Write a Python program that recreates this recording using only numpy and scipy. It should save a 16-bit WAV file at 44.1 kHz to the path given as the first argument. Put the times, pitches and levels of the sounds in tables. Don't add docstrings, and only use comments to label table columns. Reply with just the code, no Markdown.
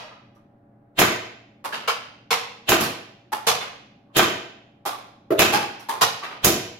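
import sys
import numpy as np
from scipy import signal
from scipy.fft import rfft, irfft
from scipy.io import wavfile

SR = 44100
rng = np.random.default_rng(int(sys.argv[2]) if len(sys.argv) > 2 else 0)


def dump(signal):
    limited = np.clip(np.atleast_2d(signal).T, -1, 1)
    pcm = np.round(limited * 32767).astype(np.int16)
    wavfile.write(sys.argv[1], SR, pcm)


N = 299483
T = np.arange(SR) / SR
HZ = np.fft.rfftfreq(SR, 1 / SR)


def shots(crack_db=4, crack_s=0.0033, hiss_s=0.02, swell_s=0.0055, modes_db=-1):
    # (time [s], level [dB], gas surplus [dB], door echo [dB], echo delay [s], swell [dB], valve [Hz])
    cues = [(0.9916, -14, 1.5, -3, .025, 2.5, 2120), (2.692, -15, 3, -2, 0.027, 1, 2780),
            (4.167, -14.5, 1, -2, .0265, 0, 3200), (5.392, -12, -1.5, -9, .028, -8, 2600),
            (6.446, -13, 10.5, -11.5, .024, -3, 5670)]
    # (frequency [Hz], level [dB])
    blast_eq = [(25, -25), (55, -27), (72, -6), (115, 2), (165, -1), (270, 2.5), (370, -1), (600, 0),
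                (1200, -2.5), (3300, -4), (7100, -6), (8300, -13.5), (12000, -5.5), (16000, -13.5)]
    hiss_eq = [(500, -20.5), (3000, -15.5), (6500, 7), (8500, 3), (12500, 10), (16000, 8.5)]
    slap_eq = [(60, -15.5), (200, -7), (370, 4.5), (560, -7), (750, 0), (1200, 2), (1700, -1.5),
               (2800, -8.5), (4500, -13.5), (8000, -26), (16000, -36)]
    swell_eq = [(100, -3.5), (400, -2.5), (2000, -5), (3600, 0), (5200, -14), (8000, -18.5), (16000, -24)]
    out, near_paths, far_paths = np.zeros((2, N)), stereo_noise(SR), stereo_noise(SR)
    muzzle = fronts([(.0005, 7.2), (.0025, 21), (.006, 13)])
    door = fronts([(.0005, 25.8), (.0017, 25), (.0042, 19), (.009, 13)])
    modes = standing_waves()
    frame = frame_resonances(depth_db=3.4, spacing_hz=65)
    for s, db, gas_db, door_db, door_s, swell_db, valve_hz in cues:
        bass_db, treble_db, hiss_db = 0.77 * gas_db - .3, gas_db - 4, .95 * gas_db - 10
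        voice = frame + resonance(valve_hz, width_hz=450, db=4.5)
        crack = muzzle + amp(crack_db) * stereo_noise(SR) * np.exp(-T / crack_s)
        near_room = garage(near_paths, moved=0.61, rise_s=0.0045, early=0.11, early_s=0.036)
        blast = colour(crack + near_room, curve(blast_eq) + shelves(bass_db, treble_db) + voice)
        hiss = colour(stereo_noise(SR) * np.exp(-T / hiss_s), curve(hiss_eq) + voice)
        far_room = garage(far_paths, moved=0.5, rise_s=0.0048, early=0.79, early_s=0.015)
        slap = colour(door + far_room, curve(slap_eq) + shelves(2.5 * bass_db, 0, bass_hz=700) + voice)
        swell = colour(stereo_noise(SR), curve(swell_eq) + voice) * np.exp((T - 1) / swell_s)
        add(out, s, amp(db) * (blast + amp(hiss_db) * hiss + amp(modes_db) * modes))
        add(out, s + door_s, amp(db + door_db) * slap)
        add(out, s - 1, amp(db + swell_db) * swell)
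    return out


def hammer_snaps():
    # (time [s], level [dB], ring [Hz], ring [dB])
    cues = [(-.13, -24, 640, 4.5), (1.876, -23.5, 2880, 6.5), (2.306, -20.5, 2276, 4),
            (3.468, -18, 870, 3.5), (6.011, -18, 1020, 5.5)]
    # (frequency [Hz], level [dB])
    eq = [(55, -42.5), (115, -13.5), (160, -18), (370, -19.5), (460, -0.5), (540, -8.5), (800, -0.5),
          (1150, 2), (1600, -5), (3200, -6), (6500, -13.5), (8500, -21), (12000, -18), (16000, -31.5)]
    hits = by_force(cues, plain_db=-22, bass_slope=2.9, treble_slope=2)
    return blows(hits, eq, ring_width_hz=310, direct_db=13.5, chatter_db=-4, ping_db=-12,
                 rise_s=0.01, early=2.8, early_s=0.026)


def trigger_clicks():
    # (time [s], level [dB], ring [Hz], ring [dB])
    cues = [(1.642, -31, 1090, 0), (3.320, -28, 844, 10), (4.853, -26, 806, 7.5), (5.887, -26, 914, 9.5),
            (5.945, -40.5, 890, 1)]
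    # (time [s], level [dB])
    ticks = [(.349, -71), (5.794, -48)]
    # (bass [dB], treble [dB], ring [Hz], ring [dB])
    tick_tone = (-19.5, 7, 5807, 8)
    # (frequency [Hz], level [dB])
    eq = [(60, -36.5), (125, -20), (300, -3), (600, 1), (1000, 7), (1250, 5), (1600, -3.5), (3300, -9),
          (6000, -15.5), (8300, -20), (12000, -16), (16000, -29)]
    hits = by_force(cues, plain_db=-37, bass_slope=0.0896, treble_slope=0.77)
    hits += [(*tick, *tick_tone) for tick in ticks]
    return blows(hits, eq, ring_width_hz=150, direct_db=13, chatter_db=-3, ping_db=-10,
                 rise_s=0.01, early=1.97, early_s=0.026)


def loose_knocks():
    # (time [s], level [dB], ring [Hz], ring [dB])
    cues = [(.040, -52, 616, 15), (.113, -48, 1225, 6), (.365, -64, 1193, 10), (1.724, -28, 1650, 2),
            (3.605, -32, 3550, 2), (4.100, -63, 1110, 7.5), (4.929, -41.5, 1160, 16),
            (6.227, -30.5, 1146, 5.5), (6.307, -37.5, 1730, -16)]
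    # (frequency [Hz], level [dB])
    eq = [(50, -42.5), (120, -11), (400, -5.5), (750, -3), (1200, 1), (2000, -3.5), (3200, -4), (5000, -10),
          (8500, -19.5), (12000, -17), (16000, -30.5)]
    hits = by_force(cues, plain_db=-23, bass_slope=0.41, treble_slope=1.4)
    return blows(hits, eq, ring_width_hz=180, direct_db=-3, chatter_db=4, ping_db=0.5,
                 rise_s=.016, early=0.93, early_s=0.029, chatter_s=0.0079)


def rebounds():
    # (time [s], level [dB], bass [dB], treble [dB], ring [Hz], ring [dB])
    hits = [(2.802, -22, 9.5, 8, 348, -4), (5.526, -17.5, -4.5, -4.5, 820, 12)]
    # (frequency [Hz], level [dB])
    eq = [(50, -22), (75, -13), (120, -2), (350, 4.5), (550, -5.5), (1100, 2), (1700, -3), (3200, -7.5),
          (5000, -8), (8500, -15.5), (12000, -10.5), (16000, -21)]
    return blows(hits, eq, ring_width_hz=98, direct_db=12, chatter_db=-1, ping_db=-15.5,
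                 rise_s=0.01, early=.6, early_s=0.066)


def grip_thump():
    # (time [s], level [dB], bass [dB], treble [dB], ring [Hz], ring [dB])
    hits = [(5.305, -19, -9, 2.5, 380, 7.5)]
    # (frequency [Hz], level [dB])
    eq = [(50, -42), (110, -5.5), (230, -13), (300, 0.5), (450, -1), (680, -3.5), (900, -23), (1300, -21.5),
          (2200, -33.5), (5000, -45), (8500, -54), (12000, -40.5), (16000, -53)]
    return blows(hits, eq, ring_width_hz=89, direct_db=15, chatter_db=-3, ping_db=-17,
                 rise_s=0.0019, early=0.93, early_s=0.035)


def blows(hits, eq, ring_width_hz, direct_db, chatter_db, ping_db, rise_s, early, early_s,
          chatter_s=0.014, ping_t60=0.11):
    out, paths = np.zeros((2, N)), stereo_noise(SR)
    for s, db, bass_db, treble_db, ring_hz, ring_db in hits:
        room = garage(paths, moved=1.4, rise_s=rise_s, early=early, early_s=early_s)
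        tick = fronts([(.0003, direct_db), (.009, 14)])
        tone = curve(eq) + shelves(bass_db, treble_db) + resonance(ring_hz, ring_width_hz, ring_db)
        tone += frame_resonances(depth_db=3, spacing_hz=80)
        burst = stereo_noise(SR) * (1 - np.exp(-T / 0.0025)) * np.exp(-T / chatter_s)
        chatter = colour(burst, tone + resonance(ring_hz, 0.41 * ring_hz, 14))
        ping = np.sin(2 * np.pi * (ring_hz * T + rng.random((2, 1)) / 4)) * (1 - np.exp(-T / 0.0014))
        ping *= amp(ping_db + ring_db - 60 * T / ping_t60)
        add(out, s, amp(db) * (colour(tick + room, tone) + amp(chatter_db) * chatter + ping))
    return out


def by_force(cues, plain_db, bass_slope, treble_slope):
    return [(s, db, bass_slope * (db - plain_db), treble_slope * (db - plain_db), ring_hz, ring_db)
            for s, db, ring_hz, ring_db in cues]


def frame_resonances(depth_db, spacing_hz):
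    knots = np.arange(0, SR, spacing_hz)
    heights = np.clip(rng.standard_normal(SR // 8), -2, 2)[:len(knots)]
    return depth_db * np.interp(HZ, knots, heights) * curve([(200, 0), (700, 1), (4000, 1), (12000, .6)])


def fronts(arrivals):
    out = np.zeros((2, SR))
    for (delay, db), lag in zip(arrivals, rng.integers(0, 7, (len(arrivals), 2))):
        out[[0, 1], round(delay * SR) + lag] += amp(db)
    return out


def garage(paths, moved, rise_s, early, early_s):
    # (band centre [Hz], t60 [s])
    decays = [(80, .52), (250, 0.57), (600, 0.69), (1200, 0.56), (2500, 0.7), (5000, .6), (8000, 0.42),
              (15000, 0.29)]
    centres, t60s = np.transpose(decays)
    spectrum = rfft((paths + moved * stereo_noise(SR)) / np.hypot(1, moved))
    tail = sum(irfft(spectrum * curve(np.c_[centres, band])) * amp(-60 * T / t60)
               for band, t60 in zip(np.eye(len(t60s)), t60s))
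    clumps_db = 2.4 * np.interp(T, np.linspace(0, 1, 400), rng.standard_normal(400)) * np.exp(-T / .15)
    crowding = 1 + early * np.exp(-T / early_s)
    return tail * amp(clumps_db) * (1 - np.exp(-T / rise_s)) * crowding


def standing_waves():
    # (frequency [Hz], level [dB], t60 [s])
    modes = [(78, -15.5, 0.18), (110.3, -19.5, 0.67), (254.8, -20, 0.4), (330, -15, .55),
             (364.5, -5.5, 0.5), (423, -11, 0.42), (480.6, -14, .6), (595, -14, 0.55), (704.6, -7, 0.29),
             (735, -13, 0.32), (1027, -18.5, 0.36), (1267, -11.5, 0.19)]
    waves = sum(amp(db - 60 * T / t60) * np.sin(2 * np.pi * (hz * T + rng.random()))
                for hz, db, t60 in modes)
    return waves * (1 - np.exp(-T / 0.0081))


def room_tone(air_db=-57.5):
    # (frequency [Hz], level [dB])
    air_eq = [(25, -15.5), (60, -20), (105, -5), (160, -6.5), (220, -5), (330, -9), (480, -17),
              (750, -14.5), (950, -22.5), (1700, -29.5), (3000, -47), (6000, -59.5), (16000, -57)]
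    # (frequency [Hz], level [dB])
    partials = [(118.4, -63), (209.9, -64.5), (242.2, -72), (290.7, -66.5), (570.6, -68), (689.1, -74),
                (812.9, -72)]
    air = irfft(rfft(stereo_noise(N)) * amp(curve(air_eq, np.fft.rfftfreq(N, 1 / SR))), N)
    t = np.arange(N) / SR
    hum = sum(amp(db) * np.sqrt(2) * np.sin(2 * np.pi * (hz * t + rng.random())) for hz, db in partials)
    return amp(air_db) * air / air.std() + hum


def stereo_noise(size):
    # (frequency [Hz], left-right likeness [ratio, capped at 1])
    likeness = [(60, 1.3), (125, 1.3), (250, 0.93), (500, .5), (1000, 0.06), (2000, 0.04), (4000, -0.0047),
                (12000, 0)]
    left, other = rfft(rng.standard_normal((2, size)))
    same = np.clip(curve(likeness, np.fft.rfftfreq(size, 1 / SR)), -1, 1)
    right = same * left + np.sqrt(1 - same ** 2) * other
    return irfft(np.array([left, right]), size)


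def colour(x, db):
    gain = amp(db) / np.sqrt(np.mean(amp(db) ** 2))
    log_gain = np.log(np.r_[gain, gain[-2:0:-1]] + 1e-6)
    taps = np.fft.ifft(np.exp(np.conj(signal.hilbert(log_gain)))).real[:4096]
    return signal.fftconvolve(x, taps[None], axes=1)[:, :SR]


def shelves(bass_db, treble_db, bass_hz=350, treble_hz=4500):
    return bass_db / (1 + (HZ / bass_hz) ** 2) + treble_db * HZ ** 2 / (HZ ** 2 + treble_hz ** 2)


def resonance(hz, width_hz, db):
    return db / (1 + (2 * (HZ - hz) / width_hz) ** 2)


def curve(points, hz=HZ):
    f, value = np.transpose(points)
    return np.interp(np.log(hz + 1), np.log(f + 1), value)


def amp(db):
    return 10 ** (np.asarray(db) / 20)


def add(mix, s, sound):
    start = round(s * SR)
    sound = sound[:, max(-start, 0):]
    part = mix[:, max(start, 0):][:, :sound.shape[1]]
    part += sound[:, :part.shape[1]]


def scene():
    # (frequency [Hz], left minus right [dB])
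    balance = [(250, 0.5), (1000, -1.5), (2000, -0.5), (4000, -3), (8000, -3), (12000, -7)]
    pistol = shots() + hammer_snaps() + trigger_clicks() + loose_knocks() + rebounds() + grip_thump()
    hz = np.fft.rfftfreq(N, 1 / SR)
    spectrum = rfft(pistol) * amp(curve(balance, hz) * np.array([[.5], [-.5]]))
    middle = spectrum.mean(0)
    sides = (spectrum - middle) * hz / np.hypot(hz, 120)
    return irfft(middle + sides, N) + room_tone()


def record(dry):
    rounded = dry / (1 + dry ** 6) ** (1 / 6)
    lowpass = signal.firwin(301, 16000, window=("kaiser", 11), fs=SR)
    return signal.oaconvolve(rounded, lowpass[None], "same")


dry = scene()
out = record(dry)
dump(out)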